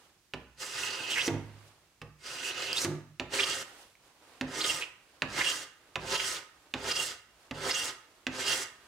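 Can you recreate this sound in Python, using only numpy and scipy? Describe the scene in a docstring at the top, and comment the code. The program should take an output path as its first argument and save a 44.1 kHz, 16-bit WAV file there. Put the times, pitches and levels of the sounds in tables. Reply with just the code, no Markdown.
"""A steel scraper blade in a wooden holder is set down on a board with a clack and pulled along the grain.
Two slow pulls run off the end, so the board thumps on the bench; short quick pulls follow.
The pulls are shaped noise through resonances, with bursts of chatter; the blows are dying tones and noise.
Swelling noise makes the rustle of sleeve and hand, and the workshop answers with dying noise."""
import sys
import numpy as np
from scipy import signal
from scipy.fft import rfft, irfft, next_fast_len
from scipy.io import wavfile
from scipy.ndimage import uniform_filter1d

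SR = 44100
rng = np.random.default_rng(int(sys.argv[2]) if len(sys.argv) > 2 else 0)


def master(y):
    """Save y as 16-bit WAV."""
    cut = np.clip(np.atleast_2d(y).T, -1, 1)
    pcm = np.round(cut * 32767)  # scale
    wavfile.write(sys.argv[1], SR, pcm.astype(np.int16))


N = 391166
TAIL = SR * 3 // 4  # samples in a blow, and in a stretch of room sound

# Ringing tones of the board, before any extra damping.
# Each row: pitch in Hz, relative level in dB, time to fall by 60 dB in seconds.
BOARD_MODES = [(62.8, -5.5, 0.89), (106.8, -1.5, 0.31), (149.7, -1.5, 0.38), (260, -0.5, 0.23),
               (323.7, 2, 0.23), (392.6, 7.5, 0.2), (523.4, 5.5, 0.11), (675, -0.5, 0.046), (888, 2, 0.061),
               (1028, 2.5, 0.14), (1295, 4.5, 0.12), (1607, 3, 0.068)]


def amp(db):
    """Turn decibels into a plain multiplier."""
    return 10 ** (np.asarray(db) / 20)


def unit(x):
    """Scale a signal to an rms (average strength) of 1."""
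    return x / np.sqrt(np.mean(x ** 2) + 1e-20)


def along(points, hz):
    """Read a curve of (Hz, value) points on a log frequency axis."""
    f, v = np.transpose(points)
    return np.interp(np.log(hz + 1), np.log(f + 1), v)


def curves(rows):
    """Draw one value per sample for each column after the time."""
    s, *columns = np.transpose(rows)
    return [np.interp(np.arange(N) / SR, s, column) for column in columns]


def wobble(rate):
    """Join random points, rate of them a second, by straight lines."""
    knots = rng.standard_normal(int(N * rate / SR) + 2)
    return np.interp(np.arange(N) * rate / SR, np.arange(len(knots)), knots)


def filtered(x, response):
    """Multiply the spectrum of x by a response that depends on frequency."""
    n = x.shape[-1]
    padded = next_fast_len(n + SR // 2)
    spectrum = rfft(x, padded) * response(np.fft.rfftfreq(padded, 1 / SR))
    return irfft(spectrum, padded)[..., :n]


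def coloured(x, spectrum):
    """Give x the balance of a (Hz, dB) curve and an rms of 1."""
    return unit(filtered(x, lambda hz: amp(along(spectrum, hz))))


def resonances(modes):
    """Add up resonances (Hz, width Hz, dB), each favouring a band, with alternating signs."""
    def response(f):
        return sum((-1) ** k * amp(db) * 1j * f * width / (centre * centre - f * f + 1j * f * width)
                   for k, (centre, width, db) in enumerate(modes))
    return response


def spread(pair, alike):
    """Mix two unrelated signals so that left and right are as alike as asked (1 is the same)."""
    def mid_and_side(hz):
        turn = np.arccos(np.clip(along(alike, hz), -1, 1)) / 2
        return np.array([np.cos(turn), np.sin(turn)])
    mid, side = filtered(pair, mid_and_side)
    return np.array([mid + side, mid - side])


def fibres(grain_db, clump_db):
    """Tearing fibres: noise whose strength varies from grain to grain and comes in clumps."""
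    strength = amp(grain_db * wobble(700) + clump_db * wobble(60))
    return strength * rng.standard_normal((2, N))


def ring(modes, t, scatter_db, damping=1):
    """Struck tones that die away, with randomly varied strengths for each blow."""
    return sum(amp(db + scatter_db * rng.standard_normal() - 60 * damping * t / t60)
               * np.sin(2 * np.pi * hz * t) for hz, db, t60 in modes)


def dying(t60s, levels, channels):
    """Noise in which each frequency dies at its own speed, with the given energy per frequency."""
    hz, t, z = signal.stft(rng.standard_normal((channels, TAIL)), SR, nperseg=256)
    fall = amp(-60 * t / along(t60s, hz)[:, None])
    energy = np.sqrt(128 * np.sum(fall ** 2, axis=1, keepdims=True))
    fall = fall * amp(along(levels, hz))[:, None] / energy
    return signal.istft(z * fall, SR, nperseg=256)[1][:, :TAIL]


def rustle():
    """Cloth and skin rub as noise that swells and fades, over the quiet of the workshop."""
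    # Movements of sleeve and hand. Each row: loudest moment in seconds, width in seconds,
    # dull part in dB, bright part in dB.
    movements = [(0.0, 0.083, -63, -67), (1.45, 0.22, -60.5, -69), (1.66, .05, -75, -69),
                 (3.67, .04, -58.5, -62), (3.8, .06, -58, -58), (4.07, 0.038, -67.5, -69),
                 (4.32, 0.098, -59.5, -64.5), (5.2, 0.15, -64.5, -68.5), (5.95, 0.15, -64, -70),
                 (6.68, .18, -65, -69.5), (7.44, 0.081, -63, -68), (8.15, .15, -65, -69.5),
                 (8.87, 0.095, -61, -66)]
    # Colours of the dull part, bright part and quiet room. Each row: frequency in Hz, relative level in dB.
    dull_colour = [(120, -49), (200, -22), (273, -3.5), (637, -3.5), (1020, -4), (5000, -15.5), (6500, -41),
                   (11000, -120)]
    bright_colour = [(1500, -37), (2500, -3), (4000, -4.5), (9000, -6), (16000, -19)]
    air_colour = [(15, -43), (25, -7.5), (48, -1.5), (70, -4), (223, -13), (344, -13.5), (427, -19),
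                  (5430, -20), (5880, -20), (16000, -30)]
    s, width, dull_db, bright_db = np.transpose(movements)
    swell = 1 / np.cosh((np.arange(N)[:, None] / SR - s) / width)
    dull = swell @ amp(dull_db) * coloured(fibres(grain_db=1, clump_db=1), dull_colour)
    bright = swell @ amp(bright_db) * coloured(fibres(grain_db=1, clump_db=1), bright_colour)
    air = amp(-68) * coloured(rng.standard_normal((2, N)), air_colour)
    return dull + bright + air


def wood_knock():
    """The many small modes of struck wood blur into noise whose frequencies die at different speeds."""
    # Each row: frequency in Hz, time to fall by 60 dB in seconds.
    fall_times = [(100, 0.9), (300, 0.26), (1000, 0.12), (2500, 0.033), (5000, 0.038), (12000, 0.019)]
    # Each row: frequency in Hz, relative level in dB.
    levels = [(40, -15), (250, -4), (1000, -8), (2500, -8.5), (5000, -16.5), (12000, -34)]
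    return dying(fall_times, levels, channels=1)[0]


def landings():
    """Setting the blade down clacks the holder and knocks the board into ringing."""
    # Each row: start in seconds, level in dB, hollow note against that level in dB.
    landing_rows = [(0.3363, -22.5, -16), (2.016, -31.5, -15), (3.1974, -17, -17.5), (4.4106, -15.5, -7.5),
                    (5.22, -12, -21.5), (5.9565, -15, -23), (6.7387, -15, -16), (7.5103, -25.5, -5.5),
                    (8.2674, -15, -12)]
    # Tones of the struck holder. Each row: pitch in Hz, relative level in dB, time to fall by 60 dB in seconds.
    clack_modes = [(1820, -6, 0.014), (2650, 8.5, 0.0046), (3550, -3, 0.0077), (4520, -1.5, 0.0043),
                   (5540, 0.5, 0.0021), (6920, -13.5, 0.0068)]
    knock_full_db, knock_grows = -30.5, 0.6  # knock setting at a -17 dB landing; dB per dB of landing
    hand_thud_db = -41.5  # low thud of the hand's weight, the same at every landing
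    low, hollow, high = BOARD_MODES[:3], BOARD_MODES[3:4], BOARD_MODES[4:]
    out, t = np.zeros(N + SR), np.arange(TAIL) / SR
    for s, db, hollow_db in landing_rows:
        knock_db = knock_full_db + knock_grows * (db + 17) - db
        thud_db = hand_thud_db - db
        clack = ring(clack_modes, t, scatter_db=1.5) * (1 - np.exp(-t / 0.0003)) ** 2
        notes = ring(high, t, scatter_db=3, damping=2.5)
        knock = amp(-15.5) * notes + amp(42) * wood_knock()
        note = ring(hollow, t, scatter_db=0, damping=1.5)
        thud = ring(low, t, scatter_db=1, damping=1.01)
        wood = amp(knock_db) * knock + amp(hollow_db) * note + amp(thud_db) * thud
        wood = wood * (1 - np.exp(-t / 0.0014))  # wood starts more softly than the clack
        out[round(s * SR):][:TAIL] += amp(db - 1.5) * (clack / np.abs(clack).max() + wood)
    return out


def snaps():
    """Fibres and chips snap: a short tone with a little noise that falls 60 dB in 8.9 ms."""
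    # Each row: start in seconds, level in dB, pitch in Hz.
    snap_rows = [(0.5484, -62, 6500), (1.2694, -22, 6120), (1.5686, -60, 2050), (2.7304, -16.5, 4960),
                 (3.439, -18.5, 2930), (3.9535, -47, 2290), (6.198, -33, 2820), (6.315, -27, 5200)]
    out, t = np.zeros(N + SR), np.arange(TAIL) / SR
    for s, db, hz in snap_rows:
        tone = np.sin(2 * np.pi * hz * t)
        noise = 0.12 * rng.standard_normal(TAIL)
        out[round(s * SR):][:TAIL] += amp(db - 60 * t / 0.0089) * (tone + noise)
    return out


def slow_pull(pull):
    """Rows (s, rasp, board, hiss, blade dB): the board's rumble grows as the edge travels."""
    board_start_db, board_grows = -10.5, 4.8  # against the rasp level; dB per second after the start
    start = pull[0][0]
    return [(s, rasp_db, board_start_db + board_grows * (s - start), hiss_db, blade_db)
            for s, rasp_db, hiss_db, blade_db in pull]


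def quick_pull(start, full, catch, bite, lift, release, start_db, push_db, glide_db, lift_db, ring_db, hiss_db):
    """Rows (s, rasp, board, hiss, blade dB): the edge speeds up, catches, skips, rings, glides on and lifts."""
    slip_s, ring_s, ring_fade_s = 0.006, 0.065, 0.035  # edges of the skip; the ring holds, then fades
    slip_db, release_db = -3.5, -25.5  # change during the skip; rasp change after the lift
    # Board rumble, hiss and blade ring stand against the rasp level.
    board_start_db, board_push_db, board_catch_db, board_glide_db = 0.8, -5, -13, -10
    hiss_start_db, hiss_push_db, hiss_catch_db = -12.5, -7, -11
    hiss_skip_db, hiss_lift_db, hiss_end_db = -4, -4.5, -28
    blade_quiet_db = -13
    ring_catch_db = -3  # against the full ring
    glide = min(bite + ring_s, lift - ring_fade_s - 0.01)
    skip = (glide_db + slip_db, board_glide_db, hiss_skip_db, ring_db + slip_db)
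    return [(start, start_db, board_start_db, hiss_start_db, blade_quiet_db),
            (full, push_db, board_push_db, hiss_push_db, blade_quiet_db),
            (catch, push_db, board_catch_db, hiss_catch_db, ring_db + ring_catch_db),
            (catch + slip_s, *skip),
            (max(bite - slip_s, catch + slip_s), *skip),
            (bite, glide_db, board_glide_db, hiss_skip_db, ring_db),
            (glide, glide_db, board_glide_db, hiss_db, ring_db),
            (glide + ring_fade_s, (glide_db + lift_db) / 2, board_glide_db, hiss_db, blade_quiet_db),
            (lift, lift_db, board_glide_db, hiss_lift_db, blade_quiet_db),
            (lift + release, lift_db + release_db, board_glide_db, hiss_end_db, blade_quiet_db)]


def strokes():
    """List all pulls as rows (s, rasp, board, hiss, blade dB)."""
    # One list of rows per slow pull. Each row: time in seconds, rasp level in dB,
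    # hiss against the rasp level in dB, blade ring against the rasp level in dB.
    slow_rows = [
        [(.57, -61.5, -8, -10), (.61, -41.5, -2.5, -12), (.72, -42, -6, -9), (.82, -37, -4.5, -6),
         (.87, -38, -5, -2.5), (.89, -38.5, -13, -2.5), (1.03, -39.5, -9, -2.5), (1.085, -40, -14, -2.5),
         (1.106, -39.5, -0.5, -2), (1.2, -38, -3.5, 2), (1.275, -39, 0.5, -12), (1.3, -64, -10, -10)],
        [(2.18, -71, -7, -8), (2.268, -41.5, -7.5, -10.5), (2.42, -40.5, -8.5, -4.5), (2.465, -37, -4.5, -2.5),
         (2.5, -39, -3, -.6), (2.53, -41.5, -20, -1.5), (2.62, -36.5, -10, -5.5), (2.73, -39.5, -13, -0.5),
         (2.78, -38.5, 4.5, 0.5), (2.848, -36, 2.3, -27), (2.87, -57, -3, -18)],
    ]
    # Quick pulls. Each row: edge starts, reaches full speed, catches and skips, bites again, lifts
    # (all in seconds), time to leave the wood in seconds, rasp in dB at the start, up to the catch,
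    # after it and at the lift, then blade ring and hiss after the catch in dB against the rasp level.
    quick_rows = [(3.291, 3.339, 3.444, 3.468, 3.625, .045, -61, -32.5, -35, -40, -2.5, -6),
                  (4.47, 4.589, 4.62, 4.645, 4.815, .09, -53, -35, -33.5, -40.5, -1.5, -1.2),
                  (5.275, 5.388, 5.424, 5.446, 5.63, .1, -54, -31.5, -35.5, -44, .6, -1.2),
                  (5.994, 6.124, 6.163, 6.2, 6.37, .09, -56, -31.5, -37, -38.5, 3, -0.5),
                  (6.759, 6.892, 6.922, 6.955, 7.12, .1, -53.5, -32.5, -36, -41.5, -0.3, 1),
                  (7.54, 7.696, 7.714, 7.745, 7.89, .095, -50, -31, -36.5, -37.5, 1, -0.7),
                  (8.315, 8.4, 8.452, 8.465, 8.635, .075, -49, -34.5, -32.5, -38, -4, -2.5)]
    return [slow_pull(pull) for pull in slow_rows] + [quick_pull(*row) for row in quick_rows]


def patchy(x, patchy_db):
    """The colour shifts as the edge meets new grain: random gain in patches of time and frequency."""
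    z = signal.stft(x, nperseg=512)[2]
    field = rng.standard_normal(z.shape[1:])
    field = uniform_filter1d(field, size=8, axis=0)  # smooth across frequency
    field = uniform_filter1d(field, size=7, axis=1)  # smooth across time
    return signal.istft(z * amp(patchy_db * unit(field)), nperseg=512)[1][:, :N]


def pulls():
    """The edge tears fibres into the resonances of blade, holder and board."""
    # Colours of rasp and hiss. Each row: frequency in Hz, relative level in dB.
    rasp_colour = [(600, -23), (900, -9), (1800, -1), (2350, 5.5), (3500, 7), (6000, -0.5), (9000, -9),
                   (12000, -16.5), (16000, -120)]
    hiss_colour = [(3000, -19.5), (5000, -3.5), (8000, -3.5), (11000, -14), (16000, -23.5)]
    # Resonances of the holder. Each row: centre in Hz, width in Hz, relative level in dB.
    holder_modes = [(1239, 48, -7), (1460, 45, -7.5), (1854, 207, -8.5), (2146, 29, -6), (4040, 66, -13),
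                    (4500, 450, -18.5), (4940, 117, -8.5), (5930, 40, -9), (6630, 47, -15),
                    (8300, 100, -46)]
    # Blade edge held lightly in the slow pulls, pressed hard in the quick ones; the response is squared below.
    # Each row: centre in Hz, width in Hz and relative level in dB before squaring.
    light_modes = [(2550, 200, 0.5), (2900, 280, 1), (3265, 92, -1), (4370, 210, -9)]
    hard_modes = [(2777, 177, 3.5), (3277, 170, 2), (4850, 150, -8)]
    # Near sound. Each row: frequency in Hz, left-right likeness.
    near_alike = [(100, 1), (300, 0.98), (640, 0.93), (1400, 0.66), (3100, 0.52), (6800, 0.75),
                  (15000, 0.072)]
    quick_from = 3.0  # seconds
    all_pulls = strokes()
    rasp_db, board_db, hiss_db, blade_db = curves(np.concatenate(all_pulls))
    t = np.arange(N) / SR
    touching = sum((t > p[0][0]) * (t < p[-1][0]) * 1.0 for p in all_pulls)
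    contact = uniform_filter1d(touching, size=1200)  # soft edges, 27 ms long

    tearing = fibres(grain_db=2, clump_db=1.5)
    holder = unit(filtered(tearing[::-1], resonances(holder_modes)))
    rasp = amp(-5.5) * coloured(tearing, rasp_colour) + amp(-5.5) * holder
    hiss = coloured(fibres(grain_db=1.5, clump_db=1.5), hiss_colour)
    edge = patchy(rasp + amp(hiss_db) * hiss, patchy_db=1.6)

    biting = fibres(grain_db=1, clump_db=4)
    light, hard = (unit(filtered(biting, lambda hz: resonances(modes)(hz) ** 2))
                   for modes in (light_modes, hard_modes))
    blade = np.where(t < quick_from, light, hard)

    # The pressing hand damps the board, which widens its resonances.
    damped_wood = [(hz, 3.2 / t60 + 12, db) for hz, db, t60 in BOARD_MODES]
    board = unit(filtered(fibres(grain_db=2.5, clump_db=2), resonances(damped_wood)))
    steady = contact * amp(rasp_db) * (edge + amp(board_db) * board + amp(blade_db) * blade)
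    return spread(steady + chatter(), near_alike)


def chatter():
    """The edge sticks and slips: an unsteady oscillation, slow noise carried on a gliding pitch."""
    # Each row: start in seconds, length in seconds, first pitch in Hz, last pitch in Hz, level in dB.
    bursts = [(1.09, 0.067, 3014, 3100, -34.5), (1.149, 0.061, 2100, 1990, -32),
              (1.196, 0.032, 2380, 3710, -30.5), (1.231, 0.054, 5760, 6118, -39),
              (2.683, 0.1, 2900, 3090, -38), (2.758, 0.044, 3284, 4780, -32),
              (2.805, 0.052, 5830, 6230, -41), (3.385, 0.03, 1811, 3586, -27), (3.43, .02, 2504, 5030, -29),
              (4.604, 0.023, 3000, 4805, -27.5), (4.641, 0.018, 3200, 3346, -27.5),
              (4.81, 0.036, 2720, 2608, -34.5), (5.4, .03, 1484, 2543, -33.5),
              (5.445, 0.015, 2883, 2886, -32), (6.152, .02, 2866, 3460, -32),
              (6.196, 0.011, 2900, 2900, -28.5), (6.91, 0.017, 4950, 4950, -33),
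              (6.951, 0.021, 5110, 4990, -32.5), (7.656, 0.038, 1302, 1596, -44),
              (7.708, 0.017, 4900, 5195, -27.5), (7.74, 0.017, 5300, 6800, -34),
              (8.452, 0.052, 4700, 4950, -40)]
    pitch, level = np.zeros(N), np.zeros(N)
    for s, length, first_hz, last_hz, db in bursts:
        u = np.arange(round(length * SR)) / (length * SR)  # runs from 0 to 1 through the burst
        pitch[round(s * SR):][:len(u)] = first_hz + (last_hz - first_hz) * u
        level[round(s * SR):][:len(u)] = amp(db) * np.sin(np.pi * u) ** 0.5
    sway = unit(filtered(fibres(grain_db=2, clump_db=2.5), lambda hz: 1 / (1 + (hz / 480) ** 2)))
    phase = 2 * np.pi * np.cumsum(pitch) / SR
    opposite = np.array([[1], [-1]])
    return level * (opposite * sway * np.cos(phase) + sway[::-1] * np.sin(phase))


def thumps():
    """The board drops on the bench, rocks to rest in small contacts and makes the bench frame boom."""
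    # Each row: start in seconds, level in dB, rattle against that level in dB, boom in dB,
    # damping as a multiple of the normal rate of dying.
    thump_rows = [(1.278, -17, -11, -25.5, 1.5), (2.847, -18.5, -12.5, -25, 1.92)]
    # Tones of bench top and bench frame, before that damping.
    # Each row: pitch in Hz, relative level in dB, time to fall by 60 dB in seconds.
    bench_modes = [(278, -0.5, 0.15), (337.6, -5, 0.14), (429, -6, 0.15), (573, -12.5, 0.15)]
    frame_modes = [(104.2, 5, 0.63), (150.3, 2, 0.71)]
    out, t = np.zeros(N + SR), np.arange(TAIL) / SR
    for s, db, rattle_db, boom_db, damping in thump_rows:
        contacts = np.zeros(TAIL)
        # The board rocks to rest within a tenth of a second.
        contacts[rng.integers(0, SR // 10, size=24)] = amp(rattle_db) * rng.standard_normal(size=24)
        contacts = filtered(contacts, lambda hz: 1 / (1 + 1j * hz / 900) ** 2)  # soft contacts
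        contacts[0] += 1  # the main blow
        body = ring(bench_modes, t, 0, damping) + amp(41) * wood_knock()
        body = body * (1 - np.exp(-t / 0.0006))
        out[round(s * SR):][:TAIL] += amp(db - 9.5) * signal.fftconvolve(contacts, body)[:TAIL]
        slow_start = (1 - np.exp(-t / 0.039)) ** 2  # the frame is slow to take up the blow
        out[round(s * SR):][:TAIL] += amp(boom_db) * ring(frame_modes, t, 0, damping) * slow_start
    return out


def blows():
    """Landings, snaps and thumps, each repeated by reflections off bench top and near walls."""
    # Each row: delay in seconds, level against the direct sound in dB.
    echo_rows = [(.0035, -21), (.006, -17), (.009, -20.5), (.013, -25.5)]
    out = landings() + snaps() + thumps()
    echoes = sum(amp(db) * np.roll(out, round(delay * SR)) for delay, db in echo_rows)
    return (out + echoes)[:N]


def shop(x):
    """The room's answer: dying noise, drawn afresh for every 0.75 s stretch of sound."""
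    # Each row: frequency in Hz, time to fall by 60 dB in seconds.
    fall_times = [(100, 0.8), (400, 0.28), (1500, 0.66), (5000, 0.41), (12000, 0.39)]
    # Strength of the room's answer. Each row: frequency in Hz, level in dB.
    room_levels = [(100, -8.5), (1000, -4), (4000, -10), (12000, -9)]
    out = np.zeros((2, N + 2 * SR))
    for start in range(0, N, TAIL):
        answer = dying(fall_times, room_levels, channels=2)
        wet = signal.fftconvolve(x[None, start:start + TAIL], answer, axes=1)
        out[:, start + 200:][:, :wet.shape[1]] += wet  # the room answers 200 samples later
    return out[:, :N]


def scene():
    """Tool and blows are close by; room and rustle arrive from all sides."""
    # Far sound. Each row: frequency in Hz, left-right likeness.
    far_alike = [(100, 0.87), (300, 0.94), (640, 0.84), (1400, 0.57), (3100, 0.13), (6800, 0)]
    tool, hits = pulls(), blows()
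    room = shop(tool.mean(axis=0) + amp(1) * hits)
    return tool + hits + spread(room + rustle(), far_alike)


def record(dry):
    """The right microphone is nearer the work; the bass rolls off and nothing is kept above the band limit."""
    # Each row: frequency in Hz, left minus right in dB.
    lean = [(60, -4.5), (400, -2.5), (1000, -2), (2000, -4.5), (2900, -5), (4000, -3), (8000, -3),
            (13000, .7)]
    top_hz, bass_hz = 15800, 45

    def response(hz):
        sides = amp(np.array([[0.5], [-0.5]]) * along(lean, hz))
        bass = (1j * hz / (bass_hz + 1j * hz)) ** 2
        return sides * bass * (hz < top_hz)
    return filtered(dry, response)


dry = scene()
out = record(dry)
master(out)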